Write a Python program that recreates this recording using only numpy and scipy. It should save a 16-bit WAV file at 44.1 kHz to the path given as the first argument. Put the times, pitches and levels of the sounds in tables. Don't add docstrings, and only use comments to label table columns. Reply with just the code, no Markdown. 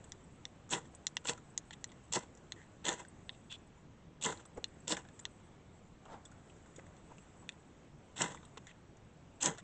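import sys
import numpy as np
from scipy import signal
from scipy.fft import rfft, irfft
from scipy.io import wavfile
from scipy.ndimage import uniform_filter1d

SR = 44100
rng = np.random.default_rng(int(sys.argv[2]) if len(sys.argv) > 2 else 0)


def gain_from_decibels(decibels):
    exponent = np.asarray(decibels, float) / 20
    return 10 ** exponent


def master(y):
    cut = np.clip(np.atleast_2d(y).T, -1, 1)
    pcm = np.round(cut * 32767)
    wavfile.write(sys.argv[1], SR, pcm.astype(np.int16))


N = 424683

# f/Hz, width/Hz, level/dB
STUMP_MODES = [(135, 62, -8), (164, 55, -1.5), (335, 83, -1.5), (421, 95, -1), (467, 75, 1.5),
               (628, 83, -5), (805, 50, -2.5), (982, 55, 0.5), (1434, 230, -3), (1800, 190, -3.5),
               (2044, 81, -6.5)]
ENDS_DB = 19.5


def evened(x):
    return x / np.sqrt(np.mean(x ** 2) + 1e-20)


def add(mix, s, sound):
    part = mix[round(s * SR):][:len(sound)]
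    part += sound[:len(part)]


def drift():
    # t/s, level/dB
    activity = [(0.0, -65), (0.62, -88), (0.88, -77), (3.41, -78), (3.89, -99.5), (4.24, -106),
                (4.4, -80.5), (5.23, -72), (5.87, -97.5), (6.46, -71), (7.32, -71.5), (7.99, -90.5),
                (8.37, -68), (8.8, -94.5), (9.39, -91.5), (9.63, -72.5)]
    s, db = np.transpose(activity)
    return np.interp(np.arange(N) / SR, s, db - np.median(db))


def air():
    # f/Hz, level per Hz/dB
    air_spectrum = [(12, -46), (20, -15), (91, -4), (144, -3.5), (173, -5.5), (268, -10), (312, -11),
                    (364, -12), (522, -15.5), (1130, -21.5), (1500, -24.5), (3490, -32), (4870, -40),
                    (7740, -31), (9260, -52.5), (12000, -82), (20400, -120)]
    air_db = -58.5
    frames, hz = N // 256 + 5, np.fft.rfftfreq(1024, 1 / SR)
    real, imaginary, patches = rng.standard_normal((frames, 513, 3)).T
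    patches = uniform_filter1d(patches, size=10, axis=0)
    patches = evened(uniform_filter1d(patches, size=12, axis=1))
    f, db = np.transpose(air_spectrum)
    colour_db = np.interp(np.log(hz + 1), np.log(f + 1), db)
    z = (real + 1j * imaginary) * gain_from_decibels(colour_db[:, None] + 1.1 * patches)
    busy_db = np.resize(drift()[::256], frames)
    rustle = np.exp(-np.log(hz / 900 + .01) ** 2 / 4.0)
    z *= gain_from_decibels(0.072 * rustle[:, None] * busy_db)
    shimmer = np.exp(-((hz - 7600) / 1200) ** 2)
    z *= gain_from_decibels(0.27 * shimmer[:, None] * busy_db)
    return gain_from_decibels(air_db) * evened(signal.istft(z, nperseg=1024, noverlap=768)[1][:N])


def thin_notes():
    # t/s,
    # length/s, f/Hz, level/dB
    clear_notes = [(1.049, .013, 7960, -75), (1.108, 0.011, 8010, -81), (1.152, .011, 7960, -70),
                   (1.682, .02, 8010, -79), (1.805, .02, 8010, -75), (1.872, .025, 7950, -73),
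                   (1.898, .015, 8020, -78), (2.037, .021, 7900, -72), (3.236, .061, 8010, -84),
                   (3.308, .03, 7960, -78), (3.32, 0.073, 7610, -79), (3.433, 0.062, 7900, -84),
                   (3.57, 0.029, 7150, -79), (3.606, 0.082, 7900, -87), (3.664, 0.014, 8010, -75),
                   (3.751, .077, 7060, -83), (5.225, .012, 7900, -75), (5.307, 0.055, 7960, -81),
                   (5.34, 0.077, 7710, -83.5), (5.457, 0.038, 7940, -84), (5.724, 0.084, 7640, -79),
                   (5.827, 0.063, 7150, -79.5), (7.363, 0.072, 7800, -73.5), (8.605, 0.08, 6910, -84),
                   (9.33, 0.076, 7600, -81)]
    faint_db, faint_per_s = -84, 33
    out, busy_db = np.zeros(N), drift()
    faint = []
    for when, long, low, vary in rng.random((round(faint_per_s * N / SR), 4)):
        length = 0.0058 + 0.048 * long ** 2
        hz = 8000 - 420 * (low < .3) + 120 * (vary - .5)
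        db = faint_db + 9 * (vary - .5) + 0.47 * busy_db[int(when * N)]
        faint.append((when * N / SR, length, hz, db))
    for s, length, hz, db in clear_notes + faint:
        t = np.arange(round(length * SR)) / SR
        fuzz = 1 + 1.66 * evened(uniform_filter1d(rng.standard_normal(6000), size=90))[:len(t)]
        note = fuzz * np.sin(2 * np.pi * hz * t[:6000]) * signal.windows.tukey(len(fuzz), .2)
        add(out, s, gain_from_decibels(db) * note)
    return out


def chain():
    # t/s, peak level/dB, f/Hz
    jingles = [(0.0418, -49, 7900), (0.09, -54, 7950), (0.203, -59, 7350), (0.2394, -56, 7970),
               (0.949, -44, 7900), (1.501, -53.5, 7880), (3.082, -47.5, 7840), (4.4547, -46, 7950),
               (4.545, -57, 7930), (4.6803, -56, 7960), (4.8025, -55, 7900), (5.192, -38.5, 7460),
               (5.199, -58, 7700), (5.209, -51, 8140), (6.256, -45.5, 8100), (6.2555, -52, 3500),
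               (6.252, -58, 5240), (6.267, -55, 7600), (8.4512, -54, 7940), (9.1351, -68, 7500),
               (9.1711, -64, 7600)]
    out, t = np.zeros(N), np.arange(2500) / SR
    for (s, peak_db, hz), luck in zip(jingles, rng.random((len(jingles), 4, 2))):
        beads = sum(np.sin(2 * np.pi * (hz * (1 + 0.07 * (a - .5)) * t + b)) for a, b in luck)
        add(out, s, gain_from_decibels(peak_db - 7 - 60 * t / 0.039) * np.minimum(t / 0.0018, 1) * beads)
    return out


def prompt(x):
    size, tiny = 8192, 1e-4
    level = abs(rfft(x, size))
    fold = irfft(np.log(level + tiny * level.max()), size)[:size // 2 + 1]
    fold[1:-1] *= 2
    return irfft(np.exp(rfft(fold, size)), size)[:len(x)]


def tick(peak_db, low_hz, low_db, rod_db, edge_db, rod_hz, edge_hz, t60, scatter_db, sub_db, luck,
         deep_db=0, deep_hz=2790, own_hz=6500, own_db=-9, click_db=-30, detune=0.051):
    # f/Hz, level/dB
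    rod_ring = [(2790, 3), (3300, -1), (3545, 5), (3965, 0), (4220, 3)]
    # f/Hz, level/dB
    edge_ring = [(4950, 2.5), (5650, 1), (6000, 5), (6340, -2.5), (6770, 5.5), (7300, 5.5), (7650, 2.5),
                 (8300, 1)]
    signs = "---+-+--+-+-+-+"
    spread_db = 4.
    t = np.arange(3000) / SR
    modes = [(0.51 * low_hz, low_db + sub_db), (low_hz, low_db + 6.5)]
    for hz, db in rod_ring:
        off_centre_db = 8.2 * abs(hz - rod_hz) / 1000
        lowest = hz < 3000
        modes.append((deep_hz if lowest else hz, db + rod_db + deep_db * lowest - off_centre_db))
    modes += [(hz, db + edge_db - 5.0 * abs(hz - edge_hz) / 1000) for hz, db in edge_ring]
    ring = 0
    for (hz, db), (a, b), sign in zip(modes, luck, signs):
        decay_db = 60 * t / t60 * (hz / 4000) ** 0.48
        tone = np.sin(2 * np.pi * hz * (1 + detune * (b - .5)) * t)
        ring = ring + int(sign + "1") * gain_from_decibels(db + spread_db * (a - .5) - decay_db) * tone
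    ring = ring + gain_from_decibels(edge_db + own_db - 60 * t / t60) * np.sin(2 * np.pi * own_hz * t)
    click = gain_from_decibels(click_db) * abs(ring).max() * np.exp(-t / 0.00061) * np.sin(2 * np.pi * rod_hz * t)
    sharpness = 1 + 3.7 * gain_from_decibels(-60 * t / 0.021)
    blow = prompt(click + ring * np.minimum(t / 0.00038, 1) * sharpness)
    scatter = rng.standard_normal(1500) * gain_from_decibels(scatter_db - 60 * t[:1500] / 0.038) * (rng.random(1500) < .15)
    scatter[round(.0066 * SR)] += gain_from_decibels(-24.0)
    blow = blow + signal.fftconvolve(blow, scatter)[:len(t)]
    return gain_from_decibels(peak_db) * blow / abs(blow).max()


def small_ticks():
    # t/s, peak level/dB, knock f/Hz, rod minus knock/dB, edge minus knock/dB
    handling = [(0.042, -47.5, 1700, 3, 7.5), (0.9493, -44.5, 1190, 18, 27), (1.7082, -35, 1800, 3.5, -5.5),
                (1.734, -40, 1910, 4, 3), (1.892, -52, 3400, -12, -18), (1.901, -56, 3500, -10, -20),
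                (1.918, -42.5, 2000, 4, -1), (2.3506, -50, 1280, -1, 18), (2.374, -49, 1840, 3, 14),
                (2.616, -46, 1900, -10, -10), (3.3478, -52, 2700, 13, 5), (4.573, -48, 2010, -23, 3),
                (5.193, -40.5, 1800, -3, 6), (6.054, -50, 2900, 0, -1), (6.2526, -43.5, 1570, 4, 16),
                (6.316, -50, 1460, -7, -1), (6.4985, -49, 2700, -19, -7), (6.565, -52, 1500, -5, 2),
                (6.66, -52, 1530, -5, -4), (6.775, -53, 2000, -10, -2), (6.762, -44.5, 1440, 6, 14),
                (6.8666, -50, 1820, -6, 0), (6.9668, -53, 1350, 9, 8), (7.183, -44.5, 2600, -20, 2),
                (7.522, -50, 2360, 14, 8), (8.6693, -41, 1900, -5, -1), (8.7131, -47.5, 2650, -12, -10),
                (8.97, -52, 1400, -8, 3.5), (3.5156, -43, 3400, -7, -2), (3.518, -45, 3300, -7, -13),
                (3.525, -36.5, 3300, -8, -6), (3.538, -45, 3400, 2, -9)]
    grit = [(2.123, -35, 2400, 2, 13), (0.6924, -41.5, 1100, -2, 6), (1.255, -34.5, 3000, -15, -11),
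            (1.377, -44, 1300, -5, -1), (3.05, -44, 1590, -2.5, 0), (4.2244, -27, 2820, 15, 16),
            (4.296, -45, 1470, -14, -9), (4.324, -31, 1420, -6.5, -6), (4.374, -45, 3960, -5, 0),
            (4.395, -49, 1410, -9, -10), (4.4537, -45.5, 1230, 1, 6), (4.9687, -28.5, 1700, -7, -5),
            (5.051, -45, 1590, -7, -12), (5.0875, -43.5, 1740, 0, -2), (8.167, -44, 2790, 6, -2),
            (8.3467, -36.5, 1000, -8, -2), (8.3738, -46, 1940, -5, -18), (8.431, -45, 992, -4, -11),
            (8.451, -47.5, 1250, 9, 5), (8.5731, -37, 940, -8, -7), (9.412, -40, 2770, 3, 11),
            (9.549, -47, 1500, -6, -2), (9.576, -44, 1300, 0, 1), (9.583, -36.5, 1420, 1, 0.5)]
    out, rows = np.zeros(N), grit + handling
    for (s, peak_db, hz, rod_db, edge_db), luck in zip(rows, rng.random((len(rows), 15, 2))):
        add(out, s, tick(peak_db - 1.5, hz, 0, rod_db, edge_db, rod_hz=3500, edge_hz=7150, t60=0.0082,
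                         scatter_db=-10.0, sub_db=-0.5, luck=luck))
    return out


def hard_taps():
    # t/s, peak level/dB, edge part level/dB, rod centre f/Hz, edge centre f/Hz
    tap_rows = [(0.12, -30.5, -8, 3500, 5960), (0.453, -28.5, -18.5, 3620, 5940),
                (1.068, -16, -9, 3860, 6280), (1.1683, -18, -17, 2900, 5700),
                (1.577, -19, -6.5, 4400, 7000), (1.842, -24.5, -8, 4330, 6000),
                (2.521, -27, -18, 3970, 6840), (3.293, -27.5, -40, 3280, 7960),
                (4.642, -20.5, -21, 4180, 6600), (5.253, -24, -20.5, 3130, 6050),
                (7.491, -27, -18, 3140, 7200)]
    # plate level/dB, lowest rod mode level/dB
    tap_shakes = [(6.5, -10), (3.5, -1), (-0.5, -0.5), (6, -3.5), (1, 0), (4, 3), (4.5, 0), (4, -1.5),
                  (-4, 3.5), (2, -3.5), (5.5, -1.5)]
    # lowest rod mode f/Hz, one more mode f/Hz, its level beside the edge part/dB
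    tap_own = [(2790, 7500, -1), (2790, 5700, -3), (2700, 7200, -7), (2830, 8100, -11), (2790, 6500, 5),
               (2700, 6900, 4), (2630, 6500, 6), (2790, 6500, 5), (2820, 6460, -4), (2730, 6490, -3),
               (2510, 4400, -1)]
    # t/s, peak level/dB, edge part level/dB, rod centre f/Hz
    snap_rows = [(0.7348, -23, -21, 3180), (1.272, -27, -13, 3290), (1.2955, -23, -18, 2900),
                 (2.1357, -24.5, -10, 3400), (2.8535, -28.5, -25, 3470), (2.884, -28, -14, 3310),
                 (2.8905, -19, -12, 3460), (4.8795, -24, -4.5, 3380), (4.9215, -22, -17, 2910),
                 (8.2187, -17.5, -10.5, 2800), (9.4249, -25.5, 1, 2860), (9.459, -12, 5, 2600),
                 (9.461, -24, 6, 2640)]
    snap_own = (2770, 7900, -5.5)
    plate_hz, plate_db, snap_edge_hz = 1944, -24, 7300
    plate_db_per_khz = 0.5
    hard = [(*row, plate_db + plate_db_per_khz * (row[3] - 3500) / 1000) for row in tap_rows]
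    hard += [(*row, snap_edge_hz, plate_db) for row in snap_rows]
    shakes = tap_shakes + [(3.6, 0.0034)] * len(snap_rows)
    owns = tap_own + [snap_own] * len(snap_rows)
    out = np.zeros(N)
    for row, luck, (shake_db, deep_db), own in zip(hard, rng.random((len(hard), 15, 2)), shakes, owns):
        s, peak_db, edge_db, rod_hz, edge_hz, low_db = row
        add(out, s + 0.00037, tick(peak_db, plate_hz, low_db + shake_db, -10, edge_db, rod_hz, edge_hz,
                                   t60=0.01, scatter_db=-20.5, sub_db=-4.5, luck=luck, deep_db=deep_db,
                                   deep_hz=own[0], own_hz=own[1], own_db=own[2], click_db=-10.5, detune=.008))
    return out


def body(modes):
    t = np.arange(3000) / SR
    ring = sum((-1) ** k * gain_from_decibels(db) * np.sqrt(width) * np.exp(-np.pi * width * t) * np.sin(2 * np.pi * hz * t)
               for k, (hz, width, db) in enumerate(modes))
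    return ring / np.linalg.norm(ring)


def slips(per_s, spread_db, clump_db):
    size = gain_from_decibels(spread_db * np.minimum(rng.exponential(1, N), 5)) * rng.choice([-1., 1.], N)
    clumps = uniform_filter1d(rng.standard_normal(N), size=90)
    clumps = evened(uniform_filter1d(clumps, size=90))
    return evened(size * (rng.random(N) < per_s / SR) * gain_from_decibels(clump_db * clumps))


def snags(rows, last_s):
    marks = np.zeros(N)
    s, db = np.transpose(rows)
    marks[np.round(s * SR).astype(int)] = db
    t = np.arange(-600, 601) / SR
    return signal.oaconvolve(marks, np.exp(-.5 * (t / last_s) ** 2), "same")


def stroke(bite, push, bite_db, tip_db, drop_db, lean_db, deep_db, knock_db, bark_db, thud_db, ring_db):
    rod_by_phase = (2.5, 1.5, -6, -5, -3, -4)
    stump_by_phase = (14, 0.5, -8.5, 2.5, 7.5, 3)
    bite_s, catch_s, let_go_s, tail_s = 0.014, 0.0039, 0.046, 0.091
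    touch_db, catch_db, tail_db = -45, -9.5, -24.5
    s = bite + np.cumsum([-bite_s, catch_s, bite_s - catch_s, push, let_go_s, tail_s])
    freed_db = tip_db - drop_db
    hiss_db = [bite_db + touch_db, bite_db + catch_db, bite_db, tip_db, freed_db, freed_db + tail_db]
    stump = []
    for k, (hz, width, db) in enumerate(STUMP_MODES):
        db = db + deep_db * (hz < 250) + knock_db * (k in (2, 4)) + thud_db * (k == 3)
        db = db + ring_db * (k in (5, 6)) + bark_db * (k == 7)
        stump.append((hz, width, db))
    return np.transpose([s, hiss_db, rod_by_phase, np.add(stump_by_phase, lean_db)]), stump


def swell(peak, rise, fall, hiss_db, rod_db, low_db):
    return [(s, db, rod_db, low_db) for s, db in
            ((peak - rise, hiss_db - ENDS_DB), (peak, hiss_db), (peak + fall, hiss_db - ENDS_DB))]


def graze(start, length, hiss_db, rod_db, low_db):
    rise_s, sag_db, fall_s = 0.0084, -2, 0.01
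    s = start + np.array([0, rise_s, length, length + fall_s])
    return [(t, hiss_db + db, rod_db, low_db) for t, db in zip(s, (-ENDS_DB, 0, sag_db, sag_db - ENDS_DB))]


def hollow(hz, width):
    return [(hz, width, 0), (1.035 * hz, width, -3)]


def drags():
    # edge bites t/s, push length/s, hiss at bite level/dB, hiss at tip level/dB, drop on letting go/dB
    stroke_rows = [
        (0.71, 0.024, -45.5, -32.5, 26.5),
        (1.252, 0.039, -56, -34.5, 27.5),
        (2.131, 0.024, -43.5, -33.5, 27.5),
        (2.853, 0.023, -45, -39.5, 8.5),
        (4.221, 0.031, -49.5, -36.5, 9),
        (4.883, 0.044, -43, -36.5, 38),
        (8.169, 0.042, -52, -37, 11.5),
        (9.415, 0.049, -42.5, -35.5, 18),
    ]
    # stump, its deepest modes, hollow knock, upper knock, thud (level/dB)
    leans = [(1, 1.5, 3, -2, 7), (-1, 2, 3, 0.5, 4), (1, 4, 3.5, 2, 5), (0, -3, -0.5, -3.5, 0.5),
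             (-1, 2.5, 1.5, 1.5, 3.5), (0, 2, 1.5, -2, 1.5), (1, 3, -2, -2.5, -1.5), (0, 2, 2, -1.5, 1.5)]
    rings = [-4, 0.8, 1, -0.5, -1.5, 0.5, -3, 0.1]
    # peak t/s, rise/s, fall/s, hiss level/dB
    settles = [
        (0.778, 0.021, 0.014, -52.5),
        (0.854, 0.011, 0.014, -62.5),
        (1.385, 0.021, .012, -87),
        (2.235, 0.053, 0.012, -62),
        (3.001, 0.03, 0.042, -53.5),
        (4.402, 0.027, 0.038, -61),
        (4.972, 0.015, 0.051, -50.5),
        (8.314, 0.041, 0.043, -54),
        (8.350, 0.0086, 0.098, -64.5),
    ]
    settle_rod_db, settle_stump_db = -4.5, 4.5
    # start t/s, length/s, hiss level/dB, rod minus hiss/dB, plate minus hiss/dB
    grazes = [
        (1.722, 0.015, -60, 8, 1),
        (2.554, 0.09, -70.5, -6.5, 6.5),
        (3.318, 0.029, -79, 10, 6),
        (3.495, 0.063, -63.5, 8.5, 10.5),
        (3.509, 0.017, -67, 13.5, 11),
        (8.57, 0.0073, -53.5, 5, 2),
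        (8.67, 0.044, -67.5, 3.5, 7),
        (9.576, 0.027, -62.5, -2, 3),
    ]
    graze_hums = [1950, 1930, 3800, 3400, 2900, 2000, 1980, 1900]
    graze_width_hz = 270
    # peak t/s, rise/s, fall/s, hollow level/dB,
    # hollow f/Hz
    brushes = [(0.94, 0.008, 0.011, -51, 950), (4.576, 0.014, 0.032, -41, 480),
               (6.061, .009, 0.012, -51.5, 1070), (6.121, 0.034, 0.055, -65, 3500),
               (6.131, 0.1, 0.085, -48, 900), (5.4, .005, 0.015, -53, 950), (6.138, 0.052, .028, -57, 1450),
               (6.785, 0.0039, 0.0059, -46, 530), (6.796, 0.0071, 0.0051, -45, 1840),
               (7.122, 0.03, 0.015, -51.5, 940), (7.436, 0.029, 0.027, -55.5, 960),
               (4.581, .012, .014, -51, 850), (8.564, .004, 0.017, -59, 1600), (6.95, .6, .55, -69, 860)]
    brush_hiss_db, brush_rod_db, brush_width = -22, -18, 0.46
    found = [stroke(*row, *lean, ring_db) for row, lean, ring_db in zip(stroke_rows, leans, rings)]
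    found += [(swell(*row, settle_rod_db, settle_stump_db), STUMP_MODES) for row in settles]
    found += [(graze(*row), hollow(hz, graze_width_hz)) for row, hz in zip(grazes, graze_hums)]
    for *when, db, hz in brushes:
        force = swell(*when, db + brush_hiss_db, brush_rod_db, -brush_hiss_db)
        found.append((force, hollow(hz, brush_width * hz)))
    return found


def rub(rows, drives, bodies, here):
    s, hiss_db, rod_db, low_db = np.transpose(rows)
    on = slice(round(s[0] * SR), round(s[-1] * SR))
    t = np.arange(on.start, on.stop) / SR
    levels = (hiss_db, hiss_db + rod_db, hiss_db + low_db)
    return sum(signal.fftconvolve(gain_from_decibels(np.interp(t, s, db)) * drive[on] * here[on], body(modes))
               for db, drive, modes in zip(levels, drives, bodies))


def scraping():
    # f/Hz, width/Hz, level/dB
    edge_modes = [(5140, 200, -8.5), (5600, 400, -5), (6280, 780, 1.5), (6600, 150, -1.5), (7060, 520, 5),
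                  (7600, 890, 8), (8300, 730, -16)]
    # f/Hz, width/Hz, level/dB
    rod_modes = [(2624, 540, -4.5), (2860, 320, -2.5), (3250, 314, -0.5), (3490, 560, 0), (4330, 660, -6),
                 (4870, 930, -11.5)]
    # t/s, extra hiss level/dB, extra rod rasp
    # level/dB
    judders = [(0.7017, 8, -3), (0.708, 14, -4), (0.714, 8, 5), (0.728, 4.0, 15), (0.7356, -2, -1),
               (0.7397, -1, -4), (0.7736, 4, -2), (0.7796, -1, 2), (0.7875, 11, 4.0), (1.2489, 16, 3.0),
               (1.2554, 5.0, 14), (1.2634, 6.0, 5), (1.2686, 4, 0), (1.2727, 7.0, 4), (1.287, -6, 15),
               (1.295, 2.0, 11), (1.3336, 7, 18), (2.125, 13.0, 9), (2.13, -1.0, 5), (2.135, 11, 1),
               (2.1585, 1, 13.5), (2.191, 11, 1.0), (2.852, 13, 13), (2.8655, 0, 16), (2.8698, 3, 4),
               (2.884, 11, 19), (2.889, 14, 10), (2.9157, -2, 2), (2.929, 11, 4), (2.9382, 14, 5),
               (4.216, 5, 8), (4.224, 5, 5), (4.2298, 5, 0), (4.2376, 14, 14), (4.245, 1.5, 17),
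               (4.2506, 11, 9), (4.2614, 17, 0), (4.2945, -8, 2), (4.2993, 4, -11), (4.879, 3, 5),
               (4.8957, 3, -0.0), (4.9105, 7, 12), (4.916, 4, 4), (4.922, -2, 17.5), (4.938, -2, -5),
               (4.9475, 2, 4), (4.9524, -7, 13), (8.1665, 2, 9.0), (8.18, 8, 17), (8.2074, 6, -2),
               (8.2128, -4, 5), (8.2197, 21.5, 13), (8.2414, 4, 7), (9.4146, -2, -1), (9.422, 6, 11),
               (9.426, 10, 3), (9.457, 7, 12), (9.503, 7, -7),
               (1.295, 6, 3), (2.168, 3, -11), (4.2555, 4, 5), (8.187, 4, 5), (8.2245, 4, -2),
               (9.4298, 13, 12), (9.432, 7.4, 6), (9.444, 5.5, 0), (9.4755, 5, -1)]
    # t/s, extra level/dB
    shoves = [(0.718, 8), (0.7389, -2.5), (0.7816, 1.5), (1.253, 24.5), (1.2748, -6), (1.2913, -1.5),
              (1.2998, 0.5), (1.318, 1), (1.3294, 5.5), (2.1252, -4), (2.1482, -10), (2.1674, 4.5),
              (2.8474, 8), (2.8619, 9), (2.8881, 5.5), (2.921, 1), (4.2145, 4.0), (4.2507, -1.5),
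              (4.2641, 5.0), (4.279, -2), (4.2951, 2), (4.8785, 7), (4.8905, -2), (4.9042, 6.5),
              (4.9161, -1), (4.9288, 0), (4.9441, 3), (8.1647, 6), (8.1719, 3), (8.1894, 5.5),
              (8.2101, 1.5), (8.2378, 2), (8.2528, -1), (9.4091, -5), (9.4189, -3), (9.4261, 1),
              (9.4334, 7.5), (9.4443, 4), (9.4774, 7.5), (9.5019, 2.0)]
    edge_shares = [1.015, 1.014, 1.012, 1.013, 1.002, 1, 1.032, 1.026]
    # lower edge, middle edge, upper rod modes (level/dB)
    grips = [(2.5, 1.5, -0.5), (-2, -2.5, 1.5), (4.5, 2.5, 2.5), (-2, 3.5, 0.5), (-3.5, 0, 0.5),
             (3.5, -2, 2.5), (2, 0.1, 0.1), (-0.5, 4.5, -3.5)]
    light_grip = (0.1, 0.1, -3.5)
    judder_s, shove_s, between_db = 0.0013, 0.0037, -1.5
    spots, spot_s, shift, sway_db = 3, .0023, .06, 3.
    fine = slips(per_s=9000, spread_db=2.6, clump_db=1.8)
    coarse = evened(fine + .8 * slips(per_s=5000, spread_db=2.5, clump_db=2.))
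    heavy = slips(per_s=3000, spread_db=2.5, clump_db=.8)
    ridges = judders
    fine = fine * gain_from_decibels(between_db + 0.82 * snags([row[:2] for row in ridges], judder_s))
    coarse = coarse * gain_from_decibels(between_db + 0.74 * snags([row[::2] for row in ridges], judder_s))
    heavy = heavy * gain_from_decibels(between_db + 0.92 * snags(shoves, shove_s))
    out, every = np.zeros(N), drags()
    shares = edge_shares + [1] * len(every)
    tones = grips + [light_grip] * len(every)
    lucks = rng.random((len(every), 8, 2)) - .5
    spot = (np.arange(N) / (spot_s * SR)).astype(int) % spots
    for (rows, low), luck, share, (lower_db, middle_db, upper_db) in zip(every, lucks, shares, tones):
        edge = [(hz * share, width, db + lower_db * (k < 2) + middle_db * (k in (2, 3)))
                for k, (hz, width, db) in enumerate(edge_modes)]
        rod = [(hz, width, db + upper_db * (k > 3)) for k, (hz, width, db) in enumerate(rod_modes)]
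        for k in range(spots):
            chance = np.roll(luck, 3 * k, axis=0)
            steel = [[(hz * (1 + shift * a), width, db + sway_db * b)
                      for (hz, width, db), (a, b) in zip(modes, chance)] for modes in (edge, rod)]
            add(out, rows[0][0], rub(rows, (fine, coarse, heavy), (*steel, low), spot == k))
    return out


def scene():
    return (air() + thin_notes() + chain() + small_ticks() + hard_taps() + scraping())[None]


def low_pass(x):
    return signal.sosfilt(signal.butter(12, 9140, fs=SR, output="sos"), x)


def record(dry):
    dry = .22 * np.tanh(dry / .22)
    limit = signal.firwin(145, 8567, window=("kaiser", 11), fs=SR)
    return low_pass(signal.oaconvolve(dry, limit[None], "same"))


dry = scene()
out = record(dry)
master(out)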